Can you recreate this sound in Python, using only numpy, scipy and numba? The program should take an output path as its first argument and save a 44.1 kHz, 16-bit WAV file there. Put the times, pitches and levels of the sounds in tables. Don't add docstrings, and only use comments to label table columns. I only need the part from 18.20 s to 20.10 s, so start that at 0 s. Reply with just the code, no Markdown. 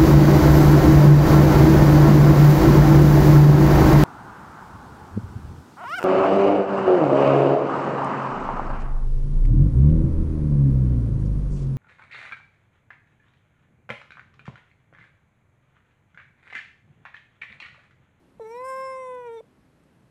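import sys
import numpy as np
from scipy import signal
from scipy.io import wavfile
from scipy.ndimage import uniform_filter1d
from numba import njit

SR = 44100
rng = np.random.default_rng(int(sys.argv[2]) if len(sys.argv) > 2 else 0)


def rack_gain(trim_db):
    fader = np.asarray(trim_db, float)
    return 10 ** (fader / 20)


def int16_out(signal):
    q = np.round(np.clip(np.atleast_2d(signal).T, -1, 1) * 32767)
    wavfile.write(sys.argv[1], SR, q.astype(np.int16))


N = 83790

# freq_hz, density_db_per_hz
ROOM_SPECTRUM = [(30, -51.5), (44, -10.5), (95, -9.5), (150, -7), (330, -12.5), (600, -21.5), (1900, -29),
                 (5500, -44.5)]
# start_s, peak_db, freq_hz, t60_s
LIP_TICKS = [
    (1.638, -60, 8400, .004),
    (.641, -59, 6200, .004),
    (.648, -60, 6500, .004),
    (.45, -48, 700, .012),
]
# time_s, level_db
EFFORT = [(.21, -37.5), (.29, -41.5), (.34, -38.5), (.52, -36.5), (.95, -37.5), (1.035, -40.5), (1.07, -37),
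          (1.175, -37), (1.204, -44)]
# time_s, pitch_hz
PITCH = [(0.215, 445.5), (0.233, 448), (0.239, 431.4), (0.307, 454), (0.381, 495.2), (0.461, 524.6),
         (0.5, 528.5),
         (0.53, 525), (0.63, 529.6), (0.774, 521.5), (0.998, 495), (1.072, 477), (1.098, 458.2),
              (1.166, 460.7), (1.19, 438.7)]
# time_s, resonance_hz, nasal_dip_hz
MOUTH = [(.2, 520, 1410), (.3, 706, 1446), (.42, 1044, 1503), (.48, 1130, 1740), (.6, 1135, 1774),
         (.79, 939, 1590), (.92, 913, 1550), (1.04, 820, 1700), (1.2, 537, 1570)]
# time_s, tongue_hz, tongue_db, throat_hz, throat_db
TONGUE = [(.238, 2100, -39, 3830, -35.5), (.255, 2140, -20, 3930, -33), (.35, 2193, -8.5, 4040, -30),
          (.47, 2230, -17.5, 4000, -42), (.7, 2220, -10, 3545, -32.5), (.93, 2180, -17.5, 3504, -33),
          (1.05, 2180, -11, 3500, -32), (1.16, 2316, -38, 3520, -30), (1.19, 2283, -19, 3560, -22.5)]
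# time_s, whistle_hz, whistle_db, lip_gap_db, breath_db
LIPS = [(.22, 6030, -33.5, -65, -77), (.32, 5680, -19, -63, -69.5), (.43, 5270, -36.5, -52, -69.5),
        (.46, 5290, -25, -34.5, -62), (.61, 5260, -25.5, -37.5, -62.5), (.67, 5190, -25, -35.5, -90),
        (.76, 5410, -25, -39, -98), (.84, 5720, -36.5, -37, -83.5), (1.08, 5757, -34.5, -60, -75.5)]

START_S, STOP_S, ATTACK_S, RELEASE_S = .1965, 1.2105, 0.001, 0.0032
CATCH_HZ, CATCH_S, CATCH_DB = 168.4, 0.0036, 5.5
CLOSE_HZ, CLOSE_S, CLOSE_DB = 170, 0.0037, 17.5
FLUTTER_HZ, FLUTTER_DB, FLUTTER_S, FLUTTER_DIP_S = 21, 3, .1, .242
TILT_DB_PER_OCT = -3.5
MOUTH_W_HZ, NASAL_W_HZ, DIP_W_HZ = 530, 235, 30
TONGUE_W_HZ, THROAT_W_HZ, WHISTLE_W_HZ = 255, 410, 355
LIP_HZ, LIP_W_HZ, AIR_HZ, AIR_W_HZ = 7330, 1670, 9200, 1900
CHEEK_HZ = 2540
JITTER_RATIO, SHIMMER_DB = 0.00168, 1.29
BURR_DB, BURR_PER_S = 3, 110
RASP_DB, RASP_PER_DB, SHEEN_DB = -100, 4, -3.5
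ECHO_S, ECHO_DB = .034, -18
ROOM_DB, DUCK_DB = -60, -2
CONTROL_STEP = 30


def walk(rate_hz):
    hold = int(SR / rate_hz)
    steps = np.repeat(rng.standard_normal(N // hold + 1), hold)
    return 1.4 * uniform_filter1d(uniform_filter1d(steps, hold), hold)[:N]


def columns(table, t, smooth_s=0.0071):
    rows = np.array(table, float).T
    width = int(smooth_s * SR) + 1
    return [uniform_filter1d(np.interp(t, rows[0], c), width) for c in rows[1:]]


def band(f, hz, width_hz):
    return 1j * f * width_hz / (hz ** 2 - f ** 2 + 1j * f * width_hz)


def ring(x, hz, width_hz):
    return signal.lfilter(*signal.iirpeak(hz, hz / width_hz, fs=SR), x)


@njit
def moving_ring(x, hz, width_hz):
    y, b, l = np.empty(len(x)), 0., 0.
    for i in range(len(x)):
        g, k = np.tan(np.pi * hz[i] / SR), width_hz / hz[i]
        v = (b + g * (x[i] - l)) / (1 + g * (g + k))
        b, l, y[i] = 2 * v - b, l + 2 * g * v, k * v
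    return y


def room(duck_db):
    out, swell = 0, walk(1.1)
    rows = np.array(ROOM_SPECTRUM)
    for hz in 32 * 2 ** np.arange(0, 8.9, 1 / 3):
        db = np.interp(np.log(hz), np.log(rows[:, 0]), rows[:, 1])
        db = db - 4 * np.abs(np.log2(max(hz, 9000) / 9000))
        db = db + (.6 * swell + 1.5 * walk(12) if hz < 500 else duck_db)
        noise = rng.standard_normal(N)
        out = out + rack_gain(db) * ring(ring(noise, hz, hz / 3), hz, hz / 3)
    return out * rack_gain(ROOM_DB) / np.sqrt(np.mean(out ** 2))


def ticks(t):
    out = 0
    for start_s, peak_db, hz, t60_s in LIP_TICKS:
        decay = np.exp(-np.log(1000) * np.maximum(t - start_s, 0) / t60_s)
        out = out + rack_gain(peak_db) * (t > start_s) * decay * np.sin(2 * np.pi * hz * (t - start_s))
    return out


def breath(turn, whistle_hz, lip_db, breath_db):
    puff = rng.standard_normal(N) * (1 + turn.real)
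    hiss = ring(ring(puff, 8500, 3600), 8500, 3600)
    hiss = hiss + .45 * moving_ring(puff, whistle_hz, 900.)
    hiss = hiss + rack_gain(SHEEN_DB) * ring(puff, 12000, 2500)
    rasp = rack_gain(RASP_DB + RASP_PER_DB * lip_db + 11 * walk(70)) * ring(puff, 1400, 2400)
    return rasp + rack_gain(breath_db + 6 + 1.5 * walk(80)) * hiss


def mouth_path(f, k, mouth_hz, dip_hz):
    low = band(f, mouth_hz, MOUTH_W_HZ) * mouth_hz / f * rack_gain(TILT_DB_PER_OCT * np.log2(k))
    low = low * band(f, dip_hz, NASAL_W_HZ) / band(f, dip_hz, DIP_W_HZ)
    return low / (1 + (f / CHEEK_HZ) ** 6)


def upper_path(f, low, tongue_curves, lip_curves):
    tongue_hz, tongue_db, throat_hz, throat_db = tongue_curves
    whistle_hz, whistle_db, lip_db = lip_curves
    mouth_phase = low / np.abs(low)
    tongue = rack_gain(tongue_db) * np.abs(band(f, tongue_hz, TONGUE_W_HZ)) ** 2 * mouth_phase
    throat = rack_gain(throat_db) * band(f, throat_hz, THROAT_W_HZ) ** 2
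    whistle = rack_gain(whistle_db) * band(f, whistle_hz, WHISTLE_W_HZ) ** 2
    gap = rack_gain(lip_db) * (band(f, LIP_HZ, LIP_W_HZ) ** 2 - band(f, AIR_HZ, AIR_W_HZ) ** 2)
    return tongue - throat + whistle - gap


def meow(t):
    since_start_s = np.maximum(t - START_S, 0)
    catch = np.exp(-since_start_s / CATCH_S)
    close = np.exp(-np.maximum(STOP_S - t, 0) / CLOSE_S)
    pitch_hz = columns(PITCH, t, .02)[0]
    pitch_hz = pitch_hz * (1 + JITTER_RATIO * walk(60)) + CATCH_HZ * catch + CLOSE_HZ * close
    turn = np.exp(2j * np.pi * np.cumsum(pitch_hz) / SR)

    slow = slice(None, None, CONTROL_STEP)
    mouth_hz, dip_hz = (c[slow] for c in columns(MOUTH, t))
    tongue_curves = [c[slow] for c in columns(TONGUE, t, 0.0073)]
    whistle_hz, whistle_db, lip_db, breath_db = columns(LIPS, t)
    lip_curves = [c[slow] for c in (whistle_hz, whistle_db, lip_db)]
    settled = np.clip(1 - catch - close, 0, 1)[slow]
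    burr_depth = np.clip((breath_db + 88) / 14, .2, 1)
    burr = rack_gain(BURR_DB * (walk(BURR_PER_S) * burr_depth)[slow])

    voice, first, tone = 0, 0, 1
    for k in range(1, 27):
        f = k * pitch_hz[slow]
        tone = tone * turn
        low = mouth_path(f, k, mouth_hz, dip_hz)
        if k == 1:
            first = np.abs(low)
        high = upper_path(f, low, tongue_curves, lip_curves) * (burr if k > 8 else 1)
        shimmer = rack_gain(SHIMMER_DB * min(k / 4, 2.5) * walk(29.32)[slow])
        gain = (low / first + high) * settled ** (k - 1) * shimmer
        voice = voice + np.real(np.interp(t, t[slow], gain) * tone)

    flutter_cycle = np.cos(2 * np.pi * FLUTTER_HZ * (t - FLUTTER_DIP_S))
    flutter_db = -FLUTTER_DB * np.exp(-since_start_s / FLUTTER_S) * flutter_cycle
    effort_db = columns(EFFORT, t, .01)[0] + flutter_db + CATCH_DB * catch + CLOSE_DB * close
    voice = voice * np.sqrt(2) * rack_gain(effort_db)
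    on = np.clip((t - START_S) / ATTACK_S, 0, 1) * np.clip((STOP_S - t) / RELEASE_S, 0, 1)
    return on * (voice + breath(turn, whistle_hz, lip_db, breath_db))


def scene():
    t = np.arange(N) / SR
    cat = meow(t)
    echo = ring(np.interp(t - ECHO_S, t, cat), 610, 390)
    loud = uniform_filter1d(cat ** 2, 2000)
    background = room(DUCK_DB * loud / loud.max())
    return (cat + rack_gain(ECHO_DB) * echo + ticks(t) + background)[None]


def band_limit(x):
    return signal.sosfilt(signal.butter(12, 12950, fs=SR, output="sos"), x)


def record(dry):
    low_pass = signal.ellip(8, .2, 22, 12950, fs=SR, output="sos")
    mix = signal.sosfilt(low_pass, dry)
    return band_limit(mix)


dry = scene()
out = record(dry)
int16_out(out)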